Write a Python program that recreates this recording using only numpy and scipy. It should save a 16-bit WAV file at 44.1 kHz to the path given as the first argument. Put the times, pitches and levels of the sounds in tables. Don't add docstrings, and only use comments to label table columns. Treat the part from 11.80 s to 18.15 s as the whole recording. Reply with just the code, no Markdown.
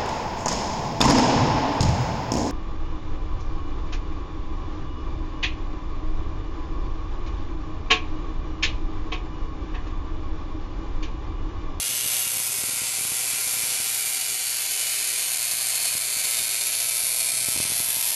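import sys
import numpy as np
from scipy import signal
from scipy.fft import rfft, irfft
from scipy.io import wavfile
from scipy.ndimage import uniform_filter1d

SR = 44100
rng = np.random.default_rng(int(sys.argv[2]) if len(sys.argv) > 2 else 0)


def nominal_scale(level):
    x = np.asarray(level, float) / 20
    return 10 ** x


def transcribe(u):
    v = np.clip(np.atleast_2d(u).T, -1, 1)
    q = np.round(v * 32767).astype(np.int16)
    wavfile.write(sys.argv[1], SR, q)


N = 280035
TIME = np.arange(N) / SR

MAINS_HZ = 60
FFT_SIZE = 16384
MAIN_MS = 1.52

# time in seconds, lag in ms.
VOLLEY_LAG = [(0, .5), (.9, .5), (1.6, .3), (1.9, 1.0), (2.4, .6), (3.6, .9), (4.6, 1.2), (5.1, 1.0),
              (6.35, 1.4)]
# time in seconds, near sound over room in dB, bench echoes in dB, direct crack in dB.
LISTENING_PLACES = [(.25, 6, -2, 1), (.9, 4, -1, -3), (1.7, 3, 1, -2), (2.5, 5, -1, -1), (3.3, 6, 0, -2),
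                    (4.1, 7.5, 0, -3), (4.8, 9, 1, -2), (5.25, 12.5, 2, 3), (5.5, 11.5, 1, -2),
                    (6.1, 10.5, 0, -3)]
# time in seconds, coupling in dB.
WIRING_COUPLING = [
    (0, -1),
    (1.1, -2.5),
    (1.9, -4),
    (2.8, -13),
    (4.0, -0.5),
    (5.3, -6),
    (5.6, 6),
    (5.85, 7),
    (6.35, -6),
]


def rms_one(x):
    return x / np.sqrt(np.mean(x ** 2) + 1e-20)


def in_time(rows):
    s, *columns = np.transpose(rows)
    return [np.interp(TIME, s, column) for column in columns]


def drift(rate_hz):
    r = np.exp(-2 * np.pi * rate_hz / SR)
    return rms_one(signal.lfilter([1], [1, -2 * r, r * r], rng.standard_normal(N + SR))[SR:])


def split_filter(x, order, hz, kind):
    return signal.sosfilt(signal.butter(order, hz, kind, fs=SR, output="sos"), x)


def firing():
    misfires = [.033, .083, .575, .733, .842, .9, 1.0, 1.967, 2.2, 2.35, 2.383, 2.467, 2.867, 2.967, 3.55,
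                3.575, 3.983, 4.183, 4.417, 4.683, 5.1, 5.508, 5.65, 5.767, 5.842, 6.217, 6.308]
    misfire_db, early_ms = -14, 1.3
    half_wave = np.arange(int(N / SR * 2 * MAINS_HZ)) / (2 * MAINS_HZ)
    missed = np.isin(np.arange(len(half_wave)), np.round(np.array(misfires) * 2 * MAINS_HZ))
    lag_ms = np.interp(half_wave, *np.transpose(VOLLEY_LAG)) - early_ms * np.roll(missed, shift=True)
    return half_wave + lag_ms / 1000, np.where(missed, nominal_scale(misfire_db), 1)


def volleys(jitter_ms, spread_db):
    # delay after the first in ms, chance from 0 to 1, level in dB.
    refires = [
        (0, 1, 0),
        (1.9, .33, -3),
        (3.5, .11, -2),
    ]
    volley_jitter_ms, drain_ms, drain_db = .43, 4.2, -2
    start, fired = firing()
    count = len(start)
    charge_db = 0.32 * rng.standard_normal(count)
    start = start + volley_jitter_ms / 1000 * rng.standard_normal(count).clip(-2, 2)
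    out = np.zeros(N)
    for ms, chance, db in refires:
        at = start + (ms + jitter_ms * rng.standard_normal(count)) / 1000
        size = fired * nominal_scale(db + charge_db + spread_db * rng.standard_normal(count))
        size = size * (rng.random(count) < chance)
        np.add.at(out, np.clip((at * SR).astype(int), 0, N - 1), size)
    before = start[:-1][fired[1:] < 1]
    out[((before + drain_ms / 1000) * SR).astype(int)] += nominal_scale(drain_db)
    return out


def corona(width, steady):
    lag_ms, = in_time(VOLLEY_LAG)
    phase = (2 * MAINS_HZ * (TIME - lag_ms / 1000)) % 1
    start, fired = firing()
    half_wave = np.maximum(np.searchsorted(start, TIME) - 1, 0)
    swell = phase / width * np.exp(1 - phase / width) * fired[half_wave] ** 2
    return rng.standard_normal(N) * np.sqrt(swell + steady)


def heard_at(resonances, s):
    fade_db = 4.5
    return [(hz, width, db - fade_db * ((s - best) / reach) ** 2) for hz, width, db, best, reach in resonances]


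def crack_shape(spectrum, peaks, s, valley_db):
    # centre in Hz, width in Hz, depth in dB, best time and reach in seconds.
    shadows = [(10000, 610, -3, 2.85, 0.44), (3940, 190, -6, 0.64, 0.28), (3300, 170, -7, 0.83, 0.23),
               (3180, 190, -4, 2.4, 0.87), (3380, 160, -5.5, 4.33, 0.96), (5700, 430, -5, 3.9, 1),
               (7700, 300, 0, 2.4, 0.19), (5600, 590, -2.5, 0.96, 0.48), (1725, 180, -9, 1.0, 0.43),
               (1100, 160, -6, 2.5, .6), (1180, 120, -3.5, 5.4, 0.61), (1680, 110, -3, 4.96, 0.59),
               (850, 52, -6, 3.2, 1), (570, 29, -12, 2.2, 1), (337, 83, -2, 3.1, 0.69),
               (4000, 250, 1, 3.5, 1), (3870, 250, -2, 5.2, .6), (1880, 220, -4, 5.26, .45)]
    hz = np.maximum(np.arange(FFT_SIZE // 2 + 1) * SR / FFT_SIZE, 10)
    corner_hz, corner_db = np.transpose(spectrum)
    power = nominal_scale(2 * (np.interp(np.log(hz), np.log(corner_hz), corner_db) + valley_db))
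    for centre, width, db in peaks:
        power = power + nominal_scale(2 * db) / (1 + (2 * (hz - centre) / width) ** 2) ** 2
    for centre, width, db, best, reach in shadows:
        depth_db = db * np.exp(-((s - best) / reach) ** 2)
        power = power * nominal_scale(2 * depth_db / (1 + (2 * (hz - centre) / width) ** 4))
    cepstrum = irfft(np.log(power) / 2)
    cepstrum[1:FFT_SIZE // 2] *= 2
    cepstrum[FFT_SIZE // 2 + 1:] = 0
    return irfft(np.exp(rfft(cepstrum)))


def early_echoes(echo_db):
    # delay after the direct crack in ms, level in dB.
    bounces = [(1.7, -5), (1.86, -3), (2.03, -2), (2.2, -2), (2.38, -4), (2.6, -6), (2.9, -9), (3.5, -13),
               (4.25, -11), (4.9, -13), (5.8, -14)]
    out = np.zeros(400)
    out[int(MAIN_MS * SR / 1000)] = 1
    for (ms, db), shift_ms in zip(bounces, rng.normal(0, .03, len(bounces))):
        out[int(abs(ms + shift_ms) * SR / 1000)] += nominal_scale(db + echo_db)
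    return out


def room_tail():
    t60_s, treble_t60_s = 0.27, 0.23
    t = np.arange(int(.4 * SR)) / SR
    noise = rng.standard_normal(len(t))
    dull = split_filter(noise, 1, 3000, "low")
    tail = dull * nominal_scale(-60 * t / t60_s) + (noise - dull) * nominal_scale(-60 * t / treble_t60_s)
    tail *= 1 - np.exp(-t / 0.0042)
    return tail / np.sqrt(np.sum(tail ** 2))


def flattened(paths, smooth_hz):
    paths = [rfft(path, FFT_SIZE) for path in paths]
    broad = np.sqrt(uniform_filter1d(np.abs(sum(paths)) ** 2, size=int(smooth_hz * FFT_SIZE / SR)))
    return [irfft(path / broad) for path in paths]


def crack_paths(s):
    # frequency in Hz, level in dB.
    crack_colour = [(880, -28), (1500, -10.5), (1860, -11.5), (2360, -7), (3250, -4.5), (4410, -6),
                    (5580, -3), (9650, 1), (10400, 3), (12000, 1.5), (15600, -54), (22000, -120)]
    # centre in Hz, width in Hz, level in dB, best time and reach in seconds.
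    glints = [(2350, 290, -3, 1.6, 1.3), (2376, 380, -5.5, 3.4, 1.06), (2350, 280, 0, 5.0, 0.82),
              (2420, 150, -9, 6.2, .5), (2820, 125, 3, 0.15, 0.29), (3350, 810, -6.5, 0.091, 0.32),
              (3010, 310, -3.5, 2.8, 0.65), (3490, 150, -2, 6.13, 0.21), (3680, 170, -2, 4.8, 0.59),
              (4570, 160, -1, 2.54, 0.28), (4240, 140, -0.5, 2.67, 0.25), (4370, 330, -2, 3.8, 0.77),
              (4300, 410, -2, 5.27, 0.89), (5280, 120, 1, 5.76, 0.15), (5100, 140, 0, 6.3, 0.18),
              (6240, 200, 2.5, 0.16, .4), (6160, 150, -4, 4.8, 0.24), (6830, 560, -4, 3, 0.97),
              (7370, 290, -2.5, 4.7, 1.7), (7600, 470, -3.5, 1.4, 1.1), (7900, 200, 3, 0.49, 0.42),
              (8480, 260, -1, 4.2, .3), (8260, 150, 1, 4, 1.7), (9240, 160, 2, 1.1, 0.58),
              (9200, 170, -9, .3, 0.53), (10200, 350, -4, 0.52, 0.21), (10330, 320, 0.5, 4.1, 1.4),
              (11870, 620, 2, 0.45, 0.42), (12060, 710, 2.5, 1.96, 0.29), (12070, 200, 0.5, 3.6, 1.3),
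              (10600, 600, 3.5, 5.27, 0.3), (11600, 790, 3, 6.6, 1), (8330, 590, 1.5, 5.56, 0.23),
            (10200, 480, 4, 5.94, 0.36), (11670, 280, 1, 5.3, 0.36)]
    # centre in Hz, width in Hz, level in dB.
    shell = [(2130, 1230, -8.5), (4470, 1550, -9), (10360, 420, -5.5)]
    near_db, bench_db, direct_db = [np.interp(s, *pair) for pair in
                                    [(np.transpose(LISTENING_PLACES)[0], column)
                                     for column in np.transpose(LISTENING_PLACES)[1:]]]
    early, first = early_echoes(bench_db), nominal_scale(direct_db)
    scale = nominal_scale(near_db) / np.hypot(np.linalg.norm(early), first)
    bare = crack_shape(crack_colour, [], s, valley_db=0)
    crack = crack_shape(crack_colour, heard_at(glints, s) + shell, s, valley_db=-4.0)
    bare, crack = bare / np.linalg.norm(bare), crack / np.linalg.norm(crack)
    direct = irfft(rfft(bare) / rfft(crack))
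    paths = (scale * first * direct, scale * early, room_tail()[:FFT_SIZE - 384])
    direct, near, far = flattened(paths, smooth_hz=260)
    crack = crack[:4000]
    return signal.oaconvolve(crack, direct + near), signal.oaconvolve(crack, far)


def room_modes(s):
    # frequency in Hz, level in dB per Hz.
    floor = [(35, -80), (60, -4), (118, -6.5), (329, -15.5), (389, -8.5), (732, -11), (1100, -6.5),
             (1840, -3.5), (2200, -18.5), (2860, -50), (4840, -120)]
    # centre in Hz, width in Hz, level in dB, best time and reach in seconds.
    local_modes = [(612, 16, -1, .2, 0.68), (759.6, 53, 0, 2.3, 2.3), (684, 190, 0.5, 6.5, 3.36),
                   (963, 13, -24, 0.17, 0.39), (1021.5, 39, 0.5, 3.9, 3.4), (940, 310, 5, 6.73, 0.55),
                   (1230, 23, -3, 1.5, 0.5), (1187, 18, 1.5, 3.1, 0.71), (1386, 38, 1.5, 1.8, 2.4),
                   (1315, 11.7, 5.5, 5.6, 2.3), (1430, 16, 1, 7.1, 0.5), (1539, 37, 3, 4, 2.2),
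                   (1696, 15, 5, 5.1, 1.3), (1852, 24, 8, 3.25, 0.79)]
    # centre in Hz, width in Hz, level in dB.
    deep_modes = [(271, 23, -5), (397.6, 16.6, 0), (511.8, 8.6, 1.5), (622, 30, -5.5), (920, 18, -1.5)]
    modes = crack_shape(floor, heard_at(local_modes, s) + deep_modes, s, valley_db=-3.5)
    return modes / np.linalg.norm(modes)


def even(x):
    return x / np.sqrt(uniform_filter1d(x ** 2, size=4410))


def spark_gap():
    # time in seconds, crack level in dB.
    pan = [(0.0, -25), (0.25, -25), (0.35, -22.5), (0.46, -25), (1.13, -26), (1.86, -24), (2.65, -26),
           (3.18, -24.5), (3.78, -25), (4.07, -23), (4.21, -25.5), (4.58, -23), (4.65, -25), (5.43, -23),
           (5.57, -24), (6.33, -23.5), (6.35, -25)]
    place_step_s = .3
    crack_db, = in_time(pan)
    near_db = in_time(LISTENING_PLACES)[0]
    body_db = -17.5 - 0.29 * near_db
    corona_db = -6.5 + 0.084 * near_db
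    cracks = rms_one(volleys(jitter_ms=.25, spread_db=-1.23))
    gap = cracks + nominal_scale(corona_db) * rms_one(corona(width=0.33, steady=0.027))
    diffuse = nominal_scale(1.0) * np.roll(cracks, shift=int(MAIN_MS * SR / 1000)) + rng.standard_normal(N)
    bright, body = np.zeros(N + 40000), np.zeros(N + 40000)
    places = np.arange(0, N / SR + place_step_s, place_step_s)
    for k, s in enumerate(places):
        here = np.interp(TIME, places, np.arange(len(places)) == k)
        start, stop = np.flatnonzero(here)[[0, -1]]
        near, far = crack_paths(s)
        layers = ((bright, here * gap, near),
                  (bright, np.sin(np.pi / 2 * here) * gap, far),
                  (body, here * diffuse, room_modes(s)))
        for out, source, response in layers:
            heard = signal.oaconvolve(source[start:stop + 1], response)
            out[start:start + len(heard)] += heard
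    body = even(split_filter(body[:N], 4, 1900, "low"))
    bright = even(split_filter(bright[:N], 4, 1900, "high"))
    shimmer = nominal_scale(.3 * drift(8.8)) - 1
    bright = bright + shimmer * split_filter(bright, 1, 6500, "high")
    return nominal_scale(crack_db) * (-bright + nominal_scale(body_db) * body)


def pickup():
    # time in seconds, level in dB.
    strong_pops = [(0.0008, -34.1), (0.1365, -37.5), (0.2447, -37.3), (0.2603, -35.3), (0.4693, -37.3),
                   (0.5696, -36.2), (0.7863, -36.5), (0.8381, -30.6), (0.8935, -36.8), (0.9349, -38.5),
                   (1.0186, -34.6), (1.1862, -38.6), (1.2114, -36.1), (1.2519, -35.0), (1.3199, -31.5),
                   (1.5356, -38.1), (1.6702, -37.0), (1.8362, -36.2), (2.0022, -37.1), (4.1527, -33.8),
                   (5.6863, -27.8), (5.7605, -32.2), (5.7638, -31.0), (5.7765, -33.0), (5.8026, -25.1),
                   (5.8531, -32.2), (5.9023, -36.9), (5.9201, -31.6), (6.0026, -31.6), (6.1693, -37.6)]
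    # time in seconds, level in dB.
    weak_pops = [(.0924, -38), (.1014, -40), (.1094, -39), (.1256, -40), (.2339, -38), (.5362, -40),
                 (.5517, -37), (.6022, -39), (.6530, -40), (.6941, -40), (.7019, -39), (.8858, -38),
                 (.9688, -38), (1.0346, -37), (1.0858, -40), (1.2850, -39), (1.4040, -40), (1.7359, -39),
                 (1.7689, -40), (1.8863, -40), (1.9195, -40), (2.5032, -40), (2.5188, -40), (3.7361, -38),
                 (4.3692, -39), (4.4524, -40), (4.5951, -40), (4.6034, -40), (4.6187, -40), (5.0532, -40),
                 (5.2365, -39), (5.5368, -39), (5.6183, -39), (5.7452, -38), (5.8273, -38), (5.8717, -39),
                 (5.9539, -38), (6.0865, -37), (6.1854, -40)]
    weak_trim_db = -3
    crackle_db, crackle_follows, crackle_spread_db = -47.5, 0.94, 5.5
    kicks = np.zeros(N)
    coupling_db, = in_time(WIRING_COUPLING)
    start, fired = firing()
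    at = start + (.8 + .4 * rng.standard_normal(len(start))) / 1000
    at = (at * SR).astype(int).clip(0, N - 1)
    size_db = crackle_spread_db * rng.standard_normal(len(at)).clip(-3, 1)
    kicks[at] = fired * nominal_scale(crackle_db + crackle_follows * coupling_db[at] + size_db)
    pops = np.vstack([strong_pops, np.add(weak_pops, [0, weak_trim_db])])
    kicks[np.maximum(np.round(pops[:, 0] * SR).astype(int) - 18, 0)] = nominal_scale(pops[:, 1] + 10.5)
    t = np.arange(600) / SR
    pulse = np.exp(-t / .0009) - np.exp(-t / .00009)
    return signal.oaconvolve(kicks, pulse)[:N]


def hum():
    coupling_db, = in_time(WIRING_COUPLING)
    phase = 4 * np.pi * MAINS_HZ * TIME - 1.4 + .2 * drift(3)
    level_db = -62.5 + 0.74 * coupling_db + 1.0 * drift(6.7)
    return np.sqrt(2) * nominal_scale(level_db) * np.cos(phase)


def scene():
    return (spark_gap() + pickup() + hum())[None]


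def roll_off(x):
    return signal.sosfilt(signal.butter(12, 13400, fs=SR, output="sos"), x)


def record(dry):
    x = split_filter(.7 * np.tanh(dry / .7), 1, 70, "high")
    rumble_cut = signal.butter(6, 52, "high", fs=SR, output="sos")
    x = signal.sosfiltfilt(rumble_cut, x, padtype="even", padlen=4000)
    x = signal.lfilter(*signal.iirnotch(7848, 45, fs=SR), x)
    x = signal.sosfiltfilt(signal.ellip(12, .2, 60, 12045, fs=SR, output="sos"), x)
    return roll_off(x)


dry = scene()
out = record(dry)
transcribe(out)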